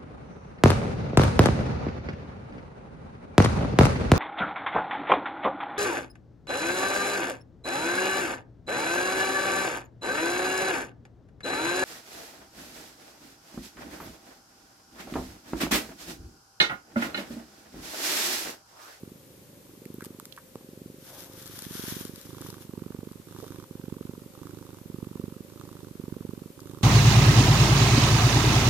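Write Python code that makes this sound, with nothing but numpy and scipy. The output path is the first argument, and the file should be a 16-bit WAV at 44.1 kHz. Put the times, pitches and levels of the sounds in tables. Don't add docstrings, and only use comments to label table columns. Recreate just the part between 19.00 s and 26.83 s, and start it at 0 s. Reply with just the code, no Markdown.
import sys
import numpy as np
from scipy import signal
from scipy.fft import rfft, irfft, next_fast_len
from scipy.io import wavfile
from scipy.ndimage import uniform_filter1d

SR = 44100
rng = np.random.default_rng(int(sys.argv[2]) if len(sys.argv) > 2 else 0)


def transcribe(signal):
    frames = np.atleast_2d(signal).T
    limited = np.clip(frames, -1, 1)
    pcm = np.round(limited * 32767).astype(np.int16)
    wavfile.write(sys.argv[1], SR, pcm)


N = 345303
TIME = np.arange(N) / SR

# frequency_hz, gain_db
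THUMP_SPECTRUM = [(20, -36), (40, -44), (58, -11.5), (100, -7), (135, -0.5), (190, 1.5), (300, -2.5),
                  (390, -3.5), (490, -13.5), (600, -29.5), (720, -38.5), (1500, -43.5), (3000, -81)]
# time_s, left_minus_right_db, bass_db
CAT_POSITION = [(0, -3, 1), (1, -3.5, -12), (2.2, -2.7, 0), (2.7, -8, 1), (7.8, -10.5, 0.5)]


def amp(db):
    return 10 ** (np.asarray(db) / 20)


def unit_rms(x):
    return x / np.sqrt(np.mean(x ** 2) + 1e-20)


def unit_peak(x):
    return x / abs(x).max()


def curve_at(points, hz):
    knot_hz, value = np.transpose(points)
    return np.interp(np.log(hz + 1), np.log(knot_hz + 1), value)


def pan(db):
    gains = amp([np.atleast_1d(db) / 2, -np.atleast_1d(db) / 2])
    return gains / gains.mean(0)


def add(mix, start_s, sound):
    part = mix[:, max(round(start_s * SR), 0):][:, :sound.shape[-1]]
    part += sound[..., :part.shape[1]]


def add_centred(mix, middle_s, sound):
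    start_s = middle_s - len(sound) / 2 / SR
    add(mix, start_s, sound[max(round(-start_s * SR), 0):])


def coloured(x, spectrum, balance=((1, 0),)):
    size = next_fast_len(x.shape[-1])
    hz = np.fft.rfftfreq(size, 1 / SR)
    shaped = rfft(x, size) * amp(curve_at(spectrum, hz)) * pan(curve_at(balance, hz))
    return irfft(shaped, size)[:, :x.shape[-1]]


def bandpass(x, centre_hz, edge_ratio):
    edges_hz = [centre_hz / edge_ratio, centre_hz * edge_ratio]
    return signal.sosfilt(signal.butter(2, edges_hz, "band", fs=SR, output="sos"), x)


def correlated(noise, correlation):
    a, b = rfft(noise)
    shared = curve_at(correlation, np.fft.rfftfreq(N, 1 / SR))
    return irfft(np.array([a, shared * a + np.sqrt(1 - shared ** 2) * b]), N)


def wander(per_s):
    knots = rng.standard_normal(4000)
    return unit_rms(np.interp(TIME * per_s, np.arange(len(knots)), knots))


def impulse_response(spectrum, size=4096):
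    log_gain = np.log(amp(curve_at(spectrum, abs(np.fft.fftfreq(size, 1 / SR)))))
    return unit_peak(np.fft.ifft(np.exp(signal.hilbert(log_gain).conj())).real)


def fan_and_hiss(waver_db=3.1):
    noise_spectrum = [(20, -103), (45, -90), (80, -88), (130, -79), (220, -82.5), (420, -86.5),
                      (530, -83.5), (660, -94.5), (1100, -97), (2000, -99), (8000, -99.5), (11000, -99),
                      (14000, -96)]
    coherence = [(100, 0.97), (600, 0.53), (1400, 0.06), (3000, 0.056)]
    balance = [(500, 0), (8000, 0.5), (14000, 4.5)]
    hum_tones = [(523.9, -67.5), (572.2, -71.5), (11793, -85)]
    air = correlated(rng.standard_normal((2, N)), coherence) * np.sqrt(SR / 2)
    hum = np.zeros(N)
    for hz, db in hum_tones:
        level = amp(db + waver_db * wander(per_s=3.4))
        hum += level * np.sin(2 * np.pi * hz * TIME + 0.13 * wander(per_s=5.4))
    return coloured(air, noise_spectrum, balance) + np.sqrt(2) * hum


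def puff(spectrum, closure=0.76, size=4096):
    gain = amp(curve_at(spectrum, np.fft.rfftfreq(size, 1 / SR)))
    pulse = np.fft.fftshift(irfft((1j - closure) * gain))
    return unit_peak(pulse * signal.windows.hann(size))


def stretched(pulse, spread=0.072):
    offset = np.arange(len(pulse)) - len(pulse) / 2
    return np.interp(offset * np.exp(spread * rng.standard_normal()), offset, pulse)


def gust(db, width_s, size=2048):
    t = (np.arange(size) - size / 2) / SR
    return amp(db) * np.exp(-.5 * (t / width_s) ** 2)


def larynx_beats(breaths, jitter_s, shimmer_db=1.5, flatness=2.42):
    rows = []
    for first_s, last_s, count, lag_s, first_db, plateau_db, last_db, plateau_at, rasp_db in breaths:
        progress = np.linspace(0, 1, round(count))
        plateau_at = np.clip(plateau_at, .05, .95)
        timing, strength, roughness = rng.standard_normal((len(progress), 3)).T
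        bend_s = lag_s * (1 - (2 * progress - 1) ** 2)
        times = first_s + (last_s - first_s) * progress + bend_s + jitter_s * timing
        distance = np.interp(progress, [0, plateau_at, 1], [1, 0, 1])
        end_db = np.where(progress < plateau_at, first_db, last_db)
        db = plateau_db + (end_db - plateau_db) * distance ** flatness
        rows += zip(times, db + shimmer_db * strength, db + rasp_db + shimmer_db * roughness)
    return rows


def inhale(shut_db=-4.5, reopen_db=-5.5, reopen_s=0.0154, bass_hz=170):
    # first_beat_s, last_beat_s, beat_count, middle_lag_s,
    # first_db, plateau_db, last_db, plateau_fraction, relative_rasp_db
    breaths = [ (.0361, .1601, 4, 0.0015, -27.5, -31.5, -40.5, 0, -25),
               (.7801, 1.2694, 13, 0.0023, -37, -26.5, -41.5, 0.33, -28.5),
               (1.6486, 2.0687, 11, 0.0031, -37.5, -30.5, -48, 0.38, -39),
               (2.5824, 3.1817, 15, 0.0015, -38.5, -26.5, -36.5, 0.57, -21.5),
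               (3.6532, 4.2006, 14, 0.0017, -35.5, -26, -36, 0.43, -19.5),
               (4.7128, 5.3055, 15, 0.00294, -31, -25, -40.5, 0.43, -20.5),
               (5.8168, 6.4503, 16, 0.0033, -34, -25, -34.5, 0.46, -21),
               (6.914, 7.505, 15, 0.0012, -32.5, -24.5, -34, 0.38, -21.5)]
    body, flow = np.zeros((2, 1, N))
    thump = puff(THUMP_SPECTRUM)
    for s, db, rasp_db in larynx_beats(breaths, jitter_s=0.00043):
        add_centred(body, s - .0006, amp(db) * stretched(thump))
        add_centred(flow, s - .0035, gust(rasp_db + shut_db, width_s=0.0011))
        add_centred(flow, s + reopen_s, gust(rasp_db + reopen_db, width_s=0.0026))
    bass = signal.sosfiltfilt(signal.butter(1, bass_hz, fs=SR, output="sos"), body)
    times, _, bass_db = np.transpose(CAT_POSITION)
    return body + bass * (amp(np.interp(TIME, times, bass_db)) - 1), flow


def chest(body, hz=101, width_hz=12, ring_db=-3.0):
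    b, a = signal.iirpeak(hz, hz / width_hz, fs=SR)
    return body + amp(ring_db) * signal.lfilter(b, a, body)


def exhale(slap_db=-10, bump_db=-6, snap_db=9, shut_db=-3.5, reopen_db=-3, reopen_s=0.0146, leak_db=-18):
    # first_beat_s, last_beat_s, beat_count, middle_lag_s,
    # first_db, plateau_db, last_db, plateau_fraction, relative_rasp_db
    breaths = [ (.1973, .7371, 15, -0.013, -48, -48, -40, 0.65, -22),
               (2.1069, 2.5389, 12, -0.0037, -47.5, -40, -40.5, 0.89, -16.5),
               (3.2545, 3.6085, 10, -0.0024, -40, -33, -39, 0.62, -15.5),
               (4.273, 4.6675, 11, -0.0036, -39, -34, -63, 0.83, -12.5),
               (5.3387, 5.7716, 12, -.0015, -40, -36, -37.5, 0.25, -14),
               (6.4853, 6.8712, 11, -0.0018, -38.5, -35.5, -36, 0.31, -16),
               (7.5784, 7.8121, 7, 0.0021, -39, -35, -32.5, 1, -14)]
    kick_spectrum = [(20, -23.5), (60, -6.5), (100, -4.5), (130, 2), (165, -2.5), (212, -11.5), (280, 2),
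                     (360, 0), (470, -12.5), (600, -30.5), (800, -22.5), (3000, -69)]
    snap_spectrum = [(200, -34), (450, 3), (680, -10.5), (950, -1), (1200, 3), (1600, -5.5), (1950, -20.5),
                     (4000, -50.5)]
    body, flow = np.zeros((2, 1, N))
    thump = puff(THUMP_SPECTRUM)
    kick, snap = -impulse_response(kick_spectrum), -impulse_response(snap_spectrum)
    for s, db, rasp_db in larynx_beats(breaths, jitter_s=0.00032):
        slap_late, slap_size, part_late, snap_size = rng.standard_normal(4)
        slap_s = s + 0.00484 + 0.00076 * slap_late
        parting_s = s + reopen_s + 0.00089 * part_late
        add(body, s - .0014, amp(db) * kick)
        add_centred(body, slap_s, amp(db + slap_db + 4.2 * slap_size) * thump)
        add_centred(body, parting_s + 0.0012, amp(db + bump_db) * thump)
        add(body, parting_s - .0007, amp(rasp_db + snap_db + 2.6 * snap_size) * snap)
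        add_centred(flow, s - .0006, gust(rasp_db + shut_db, width_s=0.00086))
        add_centred(flow, parting_s, gust(rasp_db + reopen_db, width_s=0.0015))
        add_centred(flow, s + 0.0031, gust(rasp_db + leak_db, width_s=0.035))
    return body, flow


def purr(smoothing_s=0.0061, nose_db=-3.0):
    rasp_spectrum = [(300, -36), (680, -19), (900, -0.5), (1150, 1), (1550, -8.5), (1900, -19),
                     (2600, -16.5), (3600, -14), (4500, -21.5), (9000, -28), (14000, -19)]
    nose_spectrum = [(1800, -40), (2800, -24), (3600, 2), (4500, -8), (6000, -1), (8000, -7),
                     (14000, -10.5)]
    in_body, in_flow = inhale()
    out_body, out_flow = exhale()
    rasp = coloured(rng.standard_normal(N), rasp_spectrum)
    rasp /= np.sqrt(abs(uniform_filter1d(rasp ** 2, round(smoothing_s * SR))) + 1e-12)
    hiss = amp(nose_db) * out_flow * unit_rms(coloured(rng.standard_normal(N), nose_spectrum))
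    voice = chest(in_body + out_body) + (in_flow + out_flow) * rasp + hiss
    times, side_db, _ = np.transpose(CAT_POSITION)
    return voice * pan(np.interp(TIME, times, side_db))


def burst(t60_s, grit, size=4096):
    spray = grit * rng.standard_normal(size) * amp(-60 * np.arange(size) / SR / t60_s)
    spray[0] = 1
    return spray


def clicks(snap_lift_db=7, snap_decay_ratio=0.67, snap_hz=4000):
    # start_s, body_peak_db, body_hz, t60_s, snap_db (before the lift), left_minus_right_db
    impacts = [ (0.8547, -42, 2100, 0.007, -35, -9), (.942, -32, 13000, .01, -52, 2.5),
               (1.0075, -33.5, 1440, .017, -40.5, -11), (1.0202, -38.5, 1710, .052, -43, 4),
               (1.041, -55, 2600, 0.018, -36, 14), (1.047, -42, 1000, 0.033, -35, -20),
               (1.056, -51, 1400, 0.067, -39.5, 19), (1.199, -34.5, 1100, .0036, -26.5, -6),
               (1.2548, -43.5, 1430, 0.011, -28.5, -2), (1.324, -33.5, 3450, .025, -41, -12),
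               (1.365, -62, 1500, 0.0089, -36.5, -7), (1.376, -35.5, 1350, 0.058, -52, -2),
               (1.386, -47, 1500, 0.019, -45, 7), (7.6035, -38.5, 5330, 0.021, -43, 12)]
    highpass = signal.butter(1, snap_hz, "high", fs=SR, output="sos")
    out = np.zeros((2, N))
    for s, body_db, hz, t60_s, snap_db, side_db in impacts:
        body = unit_peak(bandpass(burst(t60_s, grit=0.13), hz, edge_ratio=1.26))
        snap = unit_peak(signal.sosfilt(highpass, burst(snap_decay_ratio * t60_s, grit=0.32)))
        add(out, s, (amp(body_db) * body + amp(snap_db + snap_lift_db) * snap) * pan(side_db))
    return out


def knock_and_stray_beat():
    pulses = [(1.5564, -26.5, 0.0066, -3.5), (1.609, -41, 0.035, -2)]
    dull_spectrum = [(40, -37), (120, 0.5), (280, 1.5), (450, 0.5), (700, -12), (1150, -14), (1500, -34),
                     (4000, -34), (14000, -42)]
    response = -impulse_response(dull_spectrum)
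    out = np.zeros((2, N))
    for s, db, t60_s, side_db in pulses:
        pulse = unit_peak(signal.fftconvolve(burst(t60_s, grit=0.081), response))
        add(out, s, amp(db) * pulse * pan(side_db))
    return out


def rubbing_level(drop_db=9.5, roundness=1.92):
    # crest_s, crest_db, rise_s, fall_s (each spanning drop_db)
    strokes = [(2.11, -45.5, 0.092, 0.084), (2.21, -43, 0.054, 0.057), (2.43, -45, .13, 0.091),
               (2.585, -43, .11, 0.095), (2.905, -35.5, 0.25, 0.16), (3.22, -49, 0.22, .17),
               (3.47, -46.5, 0.12, 0.096), (3.62, -50.5, .035, 0.039), (4.44, -54.5, .17, 0.14)]
    power = np.zeros(N)
    for s, db, rise_s, fall_s in strokes:
        distance = np.maximum((s - TIME) / rise_s, (TIME - s) / fall_s)
        power += amp(db - drop_db * np.minimum(distance, 10) ** roundness) ** 2
    return np.sqrt(power)


def fur_rustle(hairs_per_s=1500, hairs_db=-3, patchy_db=1.62):
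    fur_spectrum = [(100, -12), (400, -7), (750, -3.5), (1000, -2), (1600, 3.5), (2000, -1), (2700, -1.5),
                    (3400, 4), (4300, 0), (6000, 3), (8000, -5.5), (10000, 1.5), (12000, 1.5), (14000, 2.5)]
    balance = [(500, -6), (1500, -1.5), (4000, 3), (8000, 0), (13000, 12.5)]
    coherence = [(300, 0.18), (1200, 0.82), (2500, 0.0089), (5000, 0)]
    level = rubbing_level() * amp(patchy_db * wander(per_s=70))
    signs = rng.choice([-1, 1], (2, N))
    sizes = amp(4 * np.minimum(rng.exponential(1, (2, N)), 3))
    hairs = signs * sizes * (rng.random((2, N)) < hairs_per_s / SR)
    friction = rng.standard_normal((2, N)) + amp(hairs_db) * unit_rms(hairs)
    return level * unit_rms(coloured(correlated(friction, coherence), fur_spectrum, balance))


def bedding_scuffs():
    # start_s, length_s, crest_rms_db, centre_hz, edge_ratio, left_minus_right_db
    slides = [(2.069, .33, -55.5, 660, 1.47, 0), (4.426, .032, -41.5, 477, 1.13, -12)]
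    out = np.zeros((2, N))
    for s, length_s, db, hz, edge_ratio, side_db in slides:
        envelope = np.sin(np.pi * np.sqrt(np.linspace(0, 1, round(length_s * SR))))
        grain = unit_rms(bandpass(rng.standard_normal(SR), hz, edge_ratio)[-len(envelope):])
        add(out, s, amp(db) * grain * envelope * pan(side_db))
    return out


def tuft_flicks(t60_s=0.012, lift_db=4, side_db=6, small_per_s=18, small_db=13, scatter_db=6.0):
    releases = [(2.4654, -33), (2.4764, -34), (2.59, -25.5), (2.6216, -26.5), (2.6509, -31), (3.051, -28.5),
                (3.1593, -32), (3.4146, -30.5), (3.468, -34), (3.5029, -30), (4.121, -41)]
    tick_spectrum = [(200, -5), (700, -12), (1400, -1), (2500, -10), (4500, 1), (8000, -2), (12000, -0.5),
                     (14000, -5)]
    tick = impulse_response(tick_spectrum)
    small_slips = (rng.random(N) < small_per_s / SR) * rubbing_level()
    small_slips *= amp(small_db + scatter_db * rng.standard_normal(N))
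    small_tick = unit_peak(signal.fftconvolve(burst(t60_s / 2, grit=0.25), tick))
    out = signal.oaconvolve(small_slips, small_tick)[None, :N]
    for s, db in releases:
        add(out, s, amp(db + lift_db) * unit_peak(signal.fftconvolve(burst(t60_s, grit=0.36), tick)))
    return out * pan(side_db)


def port_delay(x, samples=4):
    return np.array([np.pad(x[0], (samples, 0))[:N], x[1]])


def reverberation(x, t60_s=0.24, wet_db=-17, size=12000):
    t = np.arange(size) / SR
    taps = rng.standard_normal(size) + 0.054 * rng.standard_normal((2, size))
    taps *= amp(-60 * t / t60_s) * (t > .005)
    taps /= np.linalg.norm(taps[0])
    return amp(wet_db) * signal.fftconvolve(x.mean(0)[None], taps, axes=1)[:, :N]


def scene():
    near = port_delay(purr() + clicks() + knock_and_stray_beat() + bedding_scuffs() + tuft_flicks())
    return near + reverberation(near) + fur_rustle() + fan_and_hiss()


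def record(dry):
    cutoff_hz = 14350
    lowpass = signal.firwin(1023, cutoff_hz, window=("kaiser", 9), fs=SR)
    return signal.oaconvolve(dry, lowpass[None], "same")


dry = scene()
out = record(dry)
transcribe(out)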